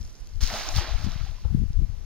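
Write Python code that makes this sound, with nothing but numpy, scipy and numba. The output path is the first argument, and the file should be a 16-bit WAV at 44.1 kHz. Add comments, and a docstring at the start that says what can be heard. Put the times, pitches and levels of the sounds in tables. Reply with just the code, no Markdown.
"""A faint country hiss and wind at two microphone ports of a phone: noise shaped in spectrum and level.
A wet cast net ticks in flight and on through the splash: clusters of short rings over a fading rustle.
At 0.4 s its weighted rim slaps down on a pond in two sweeps: showers of dying sines make spray and mist.
Trapped bubbles ring lower, and near 1.1 s one whistles upward; the splash thins out by 1.7 s.
Gusts and single eddies buffet the ports throughout, the left far harder."""
import sys
import numpy as np
from scipy import signal
from scipy.fft import rfft, irfft
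from scipy.io import wavfile
from scipy.ndimage import uniform_filter1d, map_coordinates
from numba import njit

SR = 44100
rng = np.random.default_rng(int(sys.argv[2]) if len(sys.argv) > 2 else 0)


def unload_wav(signal):
    """Save mono or channel-first audio to the path in sys.argv[1] as 16-bit WAV at rate SR, clipped to [-1, 1]."""
    wavfile.write(
        sys.argv[1],
        SR,
        np.round(np.clip(np.atleast_2d(signal).T, -1, 1) * 32767).astype(np.int16),
    )


def convert_level_to_amplitude(level_db):
    """Map a level in decibels to its linear amplitude factor."""
    exponent = np.asarray(level_db, float) / 20
    return 10 ** exponent


N = 90404
T = np.arange(N) / SR


def curve(table, col):
    """Column of a table joined linearly in time."""
    a = np.array(table, float)
    return np.interp(T, a[:, 0], a[:, col])


def colour(x, points):
    """Causal minimum-phase filter through (freq_hz, gain_db) points."""
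    a, size = np.array(points, float), 8192
    log_hz = np.log(np.fft.rfftfreq(size, 1 / SR) + 1)
    gain_db = np.interp(log_hz, np.log(a[:, 0]), a[:, 1])
    # fold the cepstrum to its causal half
    cepstrum = irfft(np.log(convert_level_to_amplitude(gain_db)))
    cepstrum[1:size // 2] *= 2
    cepstrum[size // 2 + 1:] = 0
    impulse = irfft(np.exp(rfft(cepstrum)))[:size // 2]
    return signal.fftconvolve(x, impulse)[:N]


def unit(x):
    """Scaled to rms 1."""
    return x / np.sqrt(np.mean(x ** 2))


def walk(rate_hz):
    """Random levels of rms 1, held 1 / rate_hz and slewed twice."""
    hold = int(SR / rate_hz)
    steps = np.repeat(rng.standard_normal(N // hold + 1), hold)
    slewed = uniform_filter1d(uniform_filter1d(steps, hold), hold)
    return unit(slewed[:N])


def samples(start_s):
    """Times as sample indices."""
    return (start_s * SR).astype(np.int64)


@njit
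def ring(start, hz, cycles, size, rise, n):
    """Each grain is a dying sine whose pitch climbs by rise (a fraction) per life of so many cycles."""
    out = np.zeros(n)
    for k in range(len(start)):
        life = cycles[k] * SR / hz[k]
        phase = 0.
        for j in range(min(int(4 * life), n - start[k])):
            phase += min(hz[k] * (1 + rise * j / life), .47 * SR) / SR
            envelope = min(6 * j / life, 1.) * np.exp(-j / life * 1.5)
            out[start[k] + j] += size[k] * envelope * np.sin(2 * np.pi * phase)
    return out


def grains(per_s, lo_hz, hi_hz, cycles, spread_db, rise):
    """A random shower of rings, white on average, of very unequal size."""
    u = rng.random((int(per_s * N / SR), 4)).T
    start = (u[0] * (N - 1)).astype(np.int64)
    hz = np.minimum(lo_hz + (hi_hz - lo_hz) * u[1], .45 * SR)
    size = convert_level_to_amplitude(-spread_db * np.log(1 - u[2])) * np.sqrt(hz)
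    return ring(start, hz, cycles * (.5 + u[3]), size, 1. * rise, N)


def spread(make, apart):
    """Mixes a sound common to both ports with ones of their own; apart is the power share of the latter."""
    apart = np.clip(apart, 0, 1)
    return np.sqrt(1 - apart) * make() + np.sqrt(apart) * np.array([make(), make()])


# country hiss: freq_hz, gain_db
AIR_COLOUR = [(100, 12.5), (250, 7), (500, 4.5), (1000, 1), (2500, 1.5), (5000, -2.5), (9000, -3.5),
              (13000, -2), (14200, -13), (16000, -29)]


def air():
    """Steady coloured noise, partly shared by the ports."""
    return spread(lambda: unit(colour(rng.standard_normal(N), AIR_COLOUR)), apart=0.47) * convert_level_to_amplitude(-56.5)


def eddies(table):
    """Each eddy is a push or suck with rebounds, leaning a little early or late."""
    out = np.zeros(N)
    u = rng.random((len(table), 2))
    leans_rad = np.pi * np.round(u[:, 0]) + 0.93 * (u[:, 1] - .5)
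    for (start_s, level_db, hz), lean in zip(table, leans_rad):
        x = np.pi * hz * (T - start_s)
        shape = np.cos(lean) * (1 - 2 * x ** 2) + 2 * np.sin(lean) * x
        out += convert_level_to_amplitude(level_db) * shape * np.exp(-np.abs(x) ** 1.587)
    return out


def turbulence(points, depth_db):
    """Coloured noise of rms 1 whose level wanders."""
    return unit(colour(rng.standard_normal(N), points) * convert_level_to_amplitude(depth_db * walk(25.99)))


# slow and quick turbulence: freq_hz, gain_db
RUMBLE_COLOUR = [(12, -13), (25, 10), (45, 1), (75, -7.5), (110, -10.5), (160, -25.5), (250, -62)]
FLUTTER_COLOUR = [(70, -10.5), (130, 5.5), (200, -5), (300, -19.5), (480, -29.5), (700, -58.5)]
# gusts at the left port: time_s, rumble_db, flutter_db
GUST_LEFT = [(0.0, -27, -32.5), (0.1, -33, -82), (0.14, -59, -76), (0.37, -26, -67), (0.44, -30, -33.5),
             (0.48, -28, -73), (0.52, -32, -54), (0.66, -43, -76), (0.78, -15, -33.5), (0.86, -35, -51),
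             (0.92, -23, -46.5), (1.08, -31, -30.5), (1.28, -30.5, -55), (1.31, -21.5, -34.5),
             (1.39, -39, -61), (1.45, -28, -40.5), (1.53, -26, -26.5), (1.65, -33, -32), (1.68, -24.5, -65),
             (1.8, -31, -25), (1.96, -28.5, -58), (2.05, -31.5, -69)]
# gusts at the right port: time_s, rumble_db
GUST_RIGHT = [(0.0, -35.5), (0.15, -44.9), (0.29, -39.4), (0.44, -41.7), (0.59, -43.8), (0.73, -38.9),
              (0.88, -49.2), (1.02, -51.2), (1.17, -43.3), (1.32, -47.7), (1.46, -45.0), (1.61, -38.6),
              (1.76, -41.8), (1.9, -50.0), (2.05, -55.3)]
# single eddies hitting each port: centre_s, level_db, pitch_hz
EDDIES_LEFT = [(0.02, -28, 60.6), (0.432, -7.5, 50), (0.535, -25, 88), (0.768, -18.5, 117),
               (0.787, -9.5, 70.4), (0.949, -12, 44), (1.006, -21, 95), (1.047, -21.5, 182),
               (1.048, -13.5, 71.6), (1.067, -17, 177), (1.074, -15, 118), (1.085, -21.5, 183),
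               (1.161, -17.5, 103), (1.215, -19.5, 79), (1.241, -15.5, 62), (1.299, -19.5, 51.6),
               (1.457, -10.5, 69.5), (1.48, -13.5, 42.3), (1.509, -14, 80.4), (1.548, -14, 186),
               (1.55, -8, 124), (1.575, -15.5, 62.4), (1.596, -14.5, 46.7), (1.614, -15, 105),
               (1.62, -16, 163), (1.632, -10.5, 65.8), (1.637, -17, 165), (1.66, -15, 73.5),
               (1.706, -15.5, 86.5), (1.76, -17.5, 40), (1.774, -12, 54.7), (1.792, -8.5, 66.4),
               (1.793, -36, 194), (1.819, -27, 214), (1.834, -11, 37), (1.9, -18.5, 83.5)]
EDDIES_RIGHT = [(0.058, -26.3, 43), (0.124, -31.8, 36), (0.223, -25.8, 41), (0.591, -28.1, 41),
                (0.674, -28.7, 34), (1.565, -25.5, 45), (1.712, -27.0, 38)]


def wind():
    """Turbulence and eddies press on each port, unrelated between them."""
    rumble_left = turbulence(RUMBLE_COLOUR, 0.84) * convert_level_to_amplitude(curve(GUST_LEFT, 1))
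    flutter_left = turbulence(FLUTTER_COLOUR, 5.2) * convert_level_to_amplitude(curve(GUST_LEFT, 2))
    rumble_right = turbulence(RUMBLE_COLOUR, 0.71) * convert_level_to_amplitude(curve(GUST_RIGHT, 1))
    left = rumble_left + flutter_left + eddies(EDDIES_LEFT)
    right = rumble_right + eddies(EDDIES_RIGHT)
    return np.array([left, right])


def rustle():
    """The flying net: a shower of tiny high rings, fading steadily."""
    level_db, fade_db_per_s = -52, 37
    shower = grains(per_s=3000, lo_hz=5050, hi_hz=12900, cycles=2.1, spread_db=3.57, rise=0.)
    return unit(shower) * convert_level_to_amplitude(level_db - fade_db_per_s * T)


# ticks of the wet net and its weights, and one late water drip (1.412 s): start_s, level_db, pitch_hz
TICKS = [(0.0125, -32.5, 5600), (0.0527, -39, 5600), (0.062, -44, 5400), (0.1427, -46, 5100),
         (0.1526, -35.5, 6200), (0.195, -48, 4300), (0.246, -39, 5490), (0.2717, -33, 5500),
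         (0.2728, -30, 11400), (0.291, -39, 5540), (0.3357, -37, 5400), (0.3576, -36, 5940),
         (0.407, -24.5, 3470), (0.4361, -16, 5100), (0.4747, -16.5, 5370), (0.4776, -29, 1840),
         (0.5012, -20, 2250), (0.5078, -28, 2110), (0.6847, -27, 3650), (0.743, -29, 4330),
         (0.752, -27, 3010), (0.7621, -16, 4400), (1.044, -36, 4770), (1.1192, -24, 4500),
         (1.1973, -45, 3900), (1.412, -39, 4500), (1.731, -37.5, 4760)]


def ticks():
    """Each tick is a cluster of three short rings at nearby pitches."""
    start_s, level_db, pitch_hz = np.repeat(np.array(TICKS), 3, axis=0).T
    u = rng.random((len(start_s), 2)).T
    start = samples(start_s + 0.00081 * u[0])
    ratio = np.tile([.8, 1, 1.22], len(TICKS)) + 0.083 * u[1]
    cycles = np.full(len(start), 3.5)
    return ring(start, pitch_hz * ratio, cycles, convert_level_to_amplitude(level_db) / 2, 0., N)


# single big bubbles: start_s, level_db, pitch_hz, life_cycles
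PLOPS = [(.502, -49, 690, 9.3), (.522, -41.5, 213.3, 11), (.522, -34.5, 744, 4.8), (.538, -32.5, 613, 9.1),
         (.556, -32.5, 820, 14), (.607, -31.5, 670, 5.4), (.675, -36.5, 716, 8.8), (0.681, -43, 298, 6.1),
         (.755, -40, 700, 7.5), (.785, -26, 840, 4.3), (0.802, -43.5, 338, 13.4), (.806, -41, 564, 11),
         (0.823, -37.5, 814, 9.7), (.87, -44.5, 343, 4.9), (.878, -39.5, 600, 9.6),
         (1.207, -43.5, 1300, 18), (1.262, -44.5, 757, 11.3), (1.315, -48, 620, 8), (1.383, -50, 987, 11),
         (1.448, -46, 836, 13), (1.449, -44, 484, 7.4)]


def plops():
    """Big bubbles ring singly, their pitch climbing slightly."""
    start_s, level_db, pitch_hz, cycles = np.array(PLOPS).T
    return ring(samples(start_s), pitch_hz, cycles, convert_level_to_amplitude(level_db), 0.059, N)


# rising bubble: start_s, level_db, start_pitch_hz, life_cycles, climb_per_life
WHISTLE = [(1.121, -42, 1000, 32, 0.98)]


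def whistle():
    """A bubble whistles upward as it nears the surface."""
    start_s, level_db, pitch_hz, cycles, climb = np.array(WHISTLE).T
    return ring(samples(start_s), pitch_hz, cycles, convert_level_to_amplitude(level_db), climb[0], N)


# small bubbles: freq_hz, gain_db
BUBBLE_COLOUR = [(200, -12.5), (350, -10.5), (500, -7.5), (700, 0.5), (900, -2), (1300, -2), (2000, -9)]


def bubbles():
    """A shower of low rings from small trapped bubbles, rms 1."""
    def shower():
        rings = grains(per_s=2400, lo_hz=176, hi_hz=2508, cycles=5.36, spread_db=2.42, rise=.12)
        return unit(colour(rings, BUBBLE_COLOUR))
    return spread(shower, apart=0.15)


# extra treble of the spray: freq_hz, gain_db
MIST_COLOUR = [(2500, -8.5), (4000, 7), (6000, 4.5), (9000, 5), (12000, 1), (15500, 5.5)]
# its level: time_s, level_db
MIST = [(0.41, -39), (0.432, -34), (0.742, -42.5), (0.76, -32), (0.81, -40), (0.85, -53), (1.022, -49),
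        (1.05, -43), (1.064, -50.5), (1.5, -65)]


def mist():
    """Fine drops: a bright shower that fades on after its last level."""
    def shower():
        rings = grains(per_s=7000, lo_hz=2470, hi_hz=14600, cycles=2.9, spread_db=2.66, rise=0.12)
        return unit(colour(rings, MIST_COLOUR))
    drops = spread(shower, apart=0.51)
    fade_db = 40 * np.maximum(T - MIST[-1][0], 0)  # 40 dB per s
    return drops * convert_level_to_amplitude(curve(MIST, 1) - fade_db + walk(61.6))


# spray: freq_hz, gain_db
SPRAY_COLOUR = [(900, -7), (1500, 0.5), (2500, 2.5), (4000, 1), (6000, -7), (9000, -16.5), (15000, -11)]


def spray():
    """A dense broadband shower of drops, rms 1."""
    def shower():
        rings = grains(per_s=15000, lo_hz=757, hi_hz=15860, cycles=2.17, spread_db=2.03, rise=0.086)
        return unit(colour(rings, SPRAY_COLOUR))
    return spread(shower, apart=0.2)


# the rim sweeping into the water: time_s, spray_db, bubbles_db
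SPLASH = [(0.41, -44, -53), (0.43, -38, -58), (0.456, -40.5, -60), (0.494, -38.5, -47), (0.503, -38, -41),
          (0.56, -36, -38.5), (0.648, -38, -46.5), (0.682, -40.5, -41.5), (0.732, -43.5, -45.5),
          (0.774, -32.5, -43.5), (0.784, -33.5, -38.5), (0.972, -45.5, -48.5), (1.05, -45, -48.5),
          (1.295, -51.5, -59.5), (1.32, -59, -61), (1.41, -57.5, -70), (1.46, -62.5, -59.5),
          (1.518, -69, -64), (1.62, -68, -84)]


def splash():
    """Spray, mist and bubbles follow the rim as it sweeps into the water."""
    contact_s, rise_s, fall_s = .404, .005, 0.046
    opening = np.clip((T - contact_s) / rise_s, 0, 1)
    closing = np.clip((SPLASH[-1][0] - T) / fall_s + 1, 0, 1)
    spray_part = spray() * convert_level_to_amplitude(curve(SPLASH, 1) + walk(45.78))
    bubble_part = bubbles() * convert_level_to_amplitude(curve(SPLASH, 2))
    return opening * closing * (spray_part + mist() + bubble_part) + plops() + whistle()


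# cavity resonance of each port: freq_hz, gain_db
PORT_LEFT = [(300, 4), (1000, 2), (2500, -3.5), (4200, -5), (5400, -0.5), (6500, 6.5), (7400, -9.5),
             (9000, -10), (15000, -11.5)]
PORT_RIGHT = [(300, 3), (1000, 0.5), (2500, -1), (3700, 2), (5000, 6), (5800, 5), (7200, -12.5),
              (10000, -14), (15000, -6)]


def ports(heard):
    """Port cavities colour airborne sound; the right port is farther from the splash, so it lags."""
    right_lag_s = 3e-5
    late = map_coordinates(heard[1], [(T - right_lag_s) * SR], order=5, mode="mirror")
    return np.array([colour(heard[0], PORT_LEFT), colour(late, PORT_RIGHT)])


def scene():
    """Airborne sound passes the port cavities; wind strikes the capsules directly."""
    airborne = air() + rustle() + ticks() + splash()
    return ports(airborne) + wind()


def band_limit(x):
    """A steep low-pass at the top of the band."""
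    return signal.sosfilt(signal.butter(12, 15750, fs=SR, output="sos"), x)


def record(dry):
    """The phone stores the finished mix."""
    return band_limit(dry)


dry = scene()
out = record(dry)
unload_wav(out)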